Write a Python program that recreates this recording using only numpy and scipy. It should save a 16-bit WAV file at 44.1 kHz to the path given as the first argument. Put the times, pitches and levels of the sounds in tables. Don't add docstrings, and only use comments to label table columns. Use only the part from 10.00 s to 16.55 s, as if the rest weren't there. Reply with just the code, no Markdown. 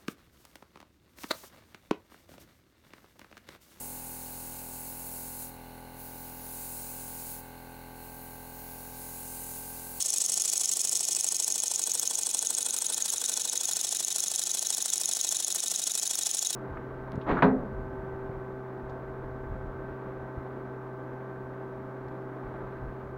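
import sys
import numpy as np
from scipy import signal
from scipy.fft import rfft, irfft
from scipy.io import wavfile

SR = 44100
rng = np.random.default_rng(int(sys.argv[2]) if len(sys.argv) > 2 else 0)


def generate_wav(signal):
    frames = np.transpose(np.atleast_2d(signal))
    scaled = np.clip(frames, -1, 1) * 32767
    pcm = np.round(scaled).astype(np.int16)
    wavfile.write(sys.argv[1], SR, pcm)


N = 288855
TIME = np.arange(N) / SR

TURNS_PER_S, START_ANGLE = 12.6557, -.7746
# [centre_s, spread_s, extra_turns_per_s]
SURGES = [(1.3604, .2293, .0882), (4.7557, .5476, .273)]
FREES_AT_S, FREES_TAKES_S = 1.14, 0.59
GRIP_AT_S, GRIP_TAKES_S, LET_GO_AT_S, LET_GO_TAKES_S = 0.9, 1.0, 3.58, 0.13
SWING_AT_S, SWING_TAKES_S, SWING_PAN_DB = 1.14, 2.24, 0.4

# [angle_turns, force_db]
OUTWARD = [(-.25, -12), (-.218, 1), (-.19, 0.5), (-.16, 1), (-.08, 6), (-.03, 5.5), (0.029, 4), (.1, -0.5),
           (.17, -14.5)]
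RETURN = [(0.229, -18), (0.263, 0.5), (.29, 5), (.36, -3.5), (.46, 1), (.52, -1), (.57, -9), (0.621, -7.5)]
# [angle_turns, friction_db, tick_db, base_push_db]
CATCHES = [(-.216, 4.5, -44, -26), (-.163, -2.5, -21, 8.5), (-.1, 0, -44, 1.5), (-.015, 3.5, -17.5, 3.5),
           (.035, 0, -41, 13), (0.269, 2.5, -45, -18), (.288, -1, -17, 7), (0.393, 3, -44, -17),
           (.455, 1, -38, -35), (.546, -9, -18.5, 0.5)]
# [pitch_hz, level_db]
OUTWARD_COLOUR = [(300, -21), (2150, -21.5), (3000, -11.5), (3500, -21), (4850, -6.5), (5500, -1),
                  (6100, 0.5), (6600, 0.5), (7700, 2.9), (8900, -11), (9800, -1.5), (11200, -12),
                  (13400, -19.5), (15300, -22)]
RETURN_COLOUR = [(300, -21.5), (2150, -18.5), (3000, -8), (3500, -5), (4850, -4.5), (5500, 1), (6100, 1.5),
                 (6600, 0), (7700, 6), (8900, 0), (9800, -2.5), (11200, -8.5), (13400, -17.5), (15300, -14)]
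# [pitch_hz, width_hz, level_db, angle_turns, spread_turns, loudest_side_on_share, share_spread]
SINGING = [(7940, 820, -39.5, 0.024, 0.053, 0.02, .15), (8320, 470, -37.5, 0.0036, 0.22, 0.6, .28),
           (6480, 260, -40, 0.38, 0.047, 0, 0.24), (6364, 170, -46.5, 0.64, 0.2, .5, 3),
           (6940, 170, -48, 0.4, 0.12, .5, 3), (3797, 260, -48, 0.374, 0.073, 1, 0.41),
           (3404, 98, -52.5, -0.1, 0.13, 0.9, 0.92), (4040, 260, -53, -0.036, 0.1, 1, 1.5),
           (9840, 180, -44, 0.39, 0.071, 0.75, .2), (2517, 54, -59.5, 0.26, 0.27, 0, 1.5),
           (1400, 310, -59, 0.14, 0.38, 0.76, .2), (1680, 560, -62, 0.32, 0.15, 0.91, .1),
           (3560, 380, -55.5, -.155, 0.016, 0.91, .25)]
# [start_s, level_db]
SNAPS = [(0.2052, -9), (0.399, -16), (0.874, -14), (0.9545, -5), (0.994, -12), (1.3466, -11), (1.426, -14),
         (1.503, -10), (5.113, -14), (5.8186, -13)]
# [pitch_hz, level_db]
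SNAP_COLOUR = [(300, -25), (2300, -33), (4000, -5.5), (6600, 7), (9700, -5), (13400, -18), (15300, -24)]
# [pitch_hz, level_db]
KNOCK_COLOUR = [(300, -31), (2150, -24), (3000, -18), (3500, -14.5), (4850, -9), (5500, -12.5),
                (6100, -8.5), (6600, 3), (7700, -1), (8900, -0.5), (9800, 0.5), (11200, -11), (13400, -16),
                (15300, -17)]
KNOCK_ANGLE, CLACK_ANGLE = -0.015, .544
# [pitch_hz, width_hz, soft_level_db, added_when_hard_db]
ROD = [(3500, 620, -24.5, 0), (5420, 360, -14, 7), (6572, 790, 0, -2.5), (9710, 1320, -12.5, 9),
       (11800, 900, -26, 10)]
CONTACT_HARDNESS = (0.54, 0.31, -0.38)
# [resting_db, added_while_dry_db, added_under_hand_db]
OUTWARD_LEVEL = (-36.0, 1.6, -2)
RETURN_LEVEL = (-37.5, 1.9, -0.6)
KNOCK_LEVEL = (-38, -0.43, 0.39)
CLACK_LEVEL = (-35.5, 0.34, 0.8)
# [angle_turns, spread_turns, resting_db, added_while_dry_db, added_under_hand_db]
THUDS = [(.0005, .013, -36.5, -.5, 0.8), (.56, 0.025, -48, -3, -5)]
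THUD_HZ, THUD_RISE_HZ = 746, 145
# [pitch_hz, level_db]
TICK_COLOUR = [(300, -28), (1500, -6), (4000, -32), (9000, 4), (12000, 0.5), (13500, -7), (15300, -5.5)]
# [pitch_hz, width_hz, level_db, added_under_hand_db]
BASE = [(162.5, 9.5, 0.5, -13), (221, 13.7, -5.5, 5), (244, 45, -14, 10.5), (351.5, 20, 4, 1),
        (425, 49, -2, 1.5), (483.5, 17.5, -3, 10), (614, 47, -7.5, 10), (671, 58, -10, 1),
        (815, 37, -7, -6), (880, 20, -10.5, 16.5), (1098, 79, -7, -4), (1488, 83, -10, 9.5),
        (1868, 57, -5, -2)]

# [pitch_hz, width_hz, level_db]
FRAME = [(2600, 310, -6), (4990, 570, -3.5), (5710, 310, 3), (5970, 270, -4), (6360, 380, 0),
         (6700, 160, -2.5), (7020, 350, 2), (7530, 450, -5), (8560, 410, -7.5), (10100, 460, 1),
         (10200, 200, -4.5), (12800, 390, 2.5), (12700, 1600, -4)]
# [pitch_hz, width_hz, end_on_db, side_on_db]
BEAMS = [(1560, 750, -3.5, 0), (3800, 630, -4.5, 0), (8170, 500, 4, -1)]
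# [pitch_hz, width_hz, level_db]
SWEEP = [(8750, 500, 2), (5600, 1900, -2.5)]
SWEEP_SHARE, SWEEP_SPREAD = 0.73, 0.095
# [pitch_hz, level_db]
ROOM_COLOUR = [(200, -1), (1500, 5.5), (3500, 2.5), (6700, -0.5), (9000, -3.5), (15000, 7)]
# [pitch_hz, level_db]
WIDTH = [(40, -7), (110, -13.5), (300, -14.5), (1200, -9), (2400, -32), (4400, -11.5), (8000, -16.5),
         (11000, -15.5), (15000, -7.5)]
# [pitch_hz, level_db]
AIR = [(20, -32), (50, -17), (85, -13.5), (102, -0.5), (135, -11), (170, -0.5), (300, -2), (700, -0.5),
       (1500, -13), (4000, 2.5), (13000, -29.5)]
AIR_DB = -51
CUTOFF_HZ = 15900


def crank():
    speed = np.full(N, TURNS_PER_S)
    for centre_s, spread_s, extra in SURGES:
        speed += extra * np.exp(-.5 * ((TIME - centre_s) / spread_s) ** 2)
    return START_ANGLE + np.cumsum(speed) / SR


def friction(turns, stroke):
    angles, friction_db = np.transpose(stroke)
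    force_db = np.interp(turns, angles, friction_db, period=1)
    for angle, catch_db, _, _ in CATCHES:
        force_db = force_db + catch_db * near(turns, angle, spread=.008)
    sliding = (turns - angles[0]) % 1 < angles[-1] - angles[0]
    return sliding * from_db(force_db) * per_turn(turns, angles.mean(), spread_db=1.0)


def scrape(force, spectrum, grains_per_s, grain_db):
    happens = rng.random(N) < grains_per_s / SR
    direction = rng.choice([-1, 1], N)
    size = from_db(grain_db * rng.standard_normal(N))
    return rms_one(colour(happens * direction * size * force, spectrum))


def breakaway(turns, angle, spread_db):
    return colour(contact(turns, angle, spread_db), RETURN_COLOUR)


def singing(turns, force, side_on):
    out = np.zeros(N)
    for hz, width_hz, db, angle, spread, facing, beam_width in SINGING:
        rub = rng.standard_normal(N) * force * near(turns, angle, spread)
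        narrow = resonate(rub, hz, width_hz)
        tone = rms_one(resonate(narrow, hz, 3 * width_hz))
        out += from_db(db) * tone * faces(side_on, facing, beam_width)
    return out


def snaps(decay_s):
    out, t = np.zeros(N), TIME[:SR // 100]
    for start_s, db in SNAPS:
        crackle = .5 * rng.choice([-1, 1], len(t)) * np.exp(-t / decay_s)
        crackle[0] = 2
        out[round(start_s * SR):][:len(t)] += from_db(db) * crackle
    return colour(out, SNAP_COLOUR)


def knock(turns):
    chatter = near(turns, KNOCK_ANGLE, spread=0.012)
    chatter += 0.32 * near(turns, KNOCK_ANGLE + 0.019, spread=0.022)
    strength = per_turn(turns, KNOCK_ANGLE, spread_db=1.0)
    return rms_one(colour(rng.standard_normal(N) * chatter * strength, KNOCK_COLOUR))


def clack(turns, hardness):
    hit = contact(turns, CLACK_ANGLE, spread_db=1.15)
    buzz = 0.049 * rng.standard_normal(N) * near(turns, CLACK_ANGLE - .003, spread=0.016)
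    out = np.zeros(N)
    for hz, width_hz, db, hard_db in ROD:
        ring = resonate(resonate(hit + buzz, hz, width_hz), hz, width_hz)
        out += from_db(db + hard_db * hardness) * ring
    return rms_one(out)


def thuds(turns, dryness, grip):
    out = np.zeros(N)
    pitch_hz = THUD_HZ + THUD_RISE_HZ * grip
    for angle, spread, *level in THUDS:
        since_s = past(turns, angle) / TURNS_PER_S
        swing = np.sin(2 * np.pi * pitch_hz * since_s) * near(turns, angle, spread)
        strength = per_turn(turns, angle, spread_db=1.5)
        out += from_db(loaded(level, dryness, grip)) * strength * swing
    return out


def ticks_and_base(turns, grip, base_db):
    ticks, pushes, plate = np.zeros(N), np.zeros(N), np.zeros(N)
    for angle, _, tick_db, push_db in CATCHES:
        ticks += from_db(tick_db) * contact(turns, angle, spread_db=7.5)
        pushes += from_db(push_db) * contact(turns, angle, spread_db=2.5)
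    for k, (hz, width_hz, db, held_db) in enumerate(BASE):
        sign = (-1) ** k
        plate += sign * from_db(db + held_db * grip) * resonate(pushes, hz, width_hz)
    return colour(ticks, TICK_COLOUR) + from_db(base_db) * rms_one(plate)


def frame(x):
    for hz, width_hz, db in FRAME:
        x = x + (from_db(db) - 1) * resonate(x, hz, width_hz)
    return x


def beaming(x, side_on):
    for hz, width_hz, end_db, side_db in BEAMS:
        band_db = end_db + (side_db - end_db) * side_on
        x = x + (from_db(band_db) - 1) * resonate(x, hz, width_hz)
    for hz, width_hz, db in SWEEP:
        band_db = db * faces(side_on, SWEEP_SHARE, SWEEP_SPREAD)
        x = x + (from_db(band_db) - 1) * resonate(x, hz, width_hz)
    return x


def room(x, t60, delay_s):
    t = TIME[:SR // 2]
    tail = rng.standard_normal(len(t)) * from_db(-60 * t / t60) * (t > delay_s)
    return signal.fftconvolve(x, rms_one(tail) / np.sqrt(len(t)))[:N]


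def air():
    return from_db(AIR_DB) * rms_one(colour(rng.standard_normal(N), AIR))


def ramp(start_s, length_s):
    return np.clip((TIME - start_s) / length_s, 0, 1)


def loaded(rule, dryness, grip):
    resting, when_dry, when_held = rule
    return resting + when_dry * dryness + when_held * grip


def faces(side_on, facing, beam_width):
    return np.exp(-.5 * ((side_on - facing) / beam_width) ** 2)


def past(turns, angle):
    return (turns - angle + .5) % 1 - .5


def near(turns, angle, spread):
    return np.exp(-.5 * (past(turns, angle) / spread) ** 2)


def per_turn(turns, angle, spread_db):
    passage = np.floor(turns - angle + .5).astype(int)
    return from_db(spread_db * rng.standard_normal(size=128))[passage]


def contact(turns, angle, spread_db):
    count = np.floor(turns - angle)
    return np.diff(count, prepend=count[0]) * per_turn(turns, angle, spread_db)


def resonate(x, hz, width_hz):
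    r = np.exp(-np.pi * width_hz / SR)
    top = np.array([1, 0, -1]) * (1 - r * r) / 2
    bottom = [1, -2 * r * np.cos(2 * np.pi * hz / SR), r * r]
    return signal.lfilter(top, bottom, x + 1e-18)


def colour(x, points):
    size = 4096
    hz, db = np.transpose(points)
    bin_hz = np.arange(size // 2 + 1) * SR / size
    shape_db = np.interp(np.log(bin_hz + 1), np.log(hz), db)
    cepstrum = irfft(np.log(from_db(shape_db)))
    cepstrum[1:size // 2] *= 2
    cepstrum[size // 2 + 1:] = 0
    response = irfft(np.exp(rfft(cepstrum)))
    return signal.fftconvolve(x, response)[:N]


def from_db(db):
    return 10 ** (np.asarray(db) / 20)


def rms_one(x):
    return x / np.sqrt(np.mean(x ** 2) + 1e-20)


def scene():
    turns = crank()
    grip = ramp(GRIP_AT_S, GRIP_TAKES_S) - ramp(LET_GO_AT_S, LET_GO_TAKES_S)
    side_on = ramp(SWING_AT_S, SWING_TAKES_S)
    dryness = 1 - ramp(FREES_AT_S, FREES_TAKES_S)
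    outward_db = loaded(OUTWARD_LEVEL, dryness, grip)
    return_db = loaded(RETURN_LEVEL, dryness, grip)
    knock_db = loaded(KNOCK_LEVEL, dryness, grip)
    clack_db = loaded(CLACK_LEVEL, dryness, grip)
    hardness = loaded(CONTACT_HARDNESS, dryness, grip)

    outward, back = friction(turns, OUTWARD), friction(turns, RETURN)
    engine = from_db(outward_db) * scrape(outward, OUTWARD_COLOUR, grains_per_s=5000, grain_db=5.0)
    engine += from_db(return_db) * scrape(back, RETURN_COLOUR, grains_per_s=5000, grain_db=3.0)
    engine += from_db(outward_db + 15.5) * breakaway(turns, angle=-0.26, spread_db=6.5)
    engine += from_db(return_db + 23) * breakaway(turns, angle=.262, spread_db=5.5)
    engine += snaps(decay_s=0.00095)
    engine += from_db(knock_db) * knock(turns)
    engine += from_db(clack_db) * clack(turns, hardness)
    engine += thuds(turns, dryness, grip)
    engine += ticks_and_base(turns, grip, base_db=-56.5)
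    engine = beaming(frame(engine), side_on) + singing(turns, outward + back, side_on)
    bass_cut = signal.butter(3, 130, "high", fs=SR, output="sos")
    engine = signal.sosfilt(bass_cut, engine)

    reflections = colour(room(engine, t60=0.36, delay_s=0.0027), ROOM_COLOUR)
    mid = engine + from_db(-14) * reflections + air()
    table_top = from_db(-3.5) * room(engine, t60=0.01, delay_s=0.0003)
    walls = from_db(-9.5) * room(engine, t60=0.58, delay_s=0.0023)
    side = colour(table_top + walls + air(), WIDTH)
    balance = from_db(SWING_PAN_DB * side_on / 2)
    return np.array([(mid + side) * balance, (mid - side) / balance])


def record(dry):
    top = .36
    rounded = top * np.tanh(dry / top)
    treble_cut = signal.ellip(12, .1, 90, CUTOFF_HZ, fs=SR, output="sos")
    return signal.sosfilt(treble_cut, rounded)


dry = scene()
out = record(dry)
generate_wav(out)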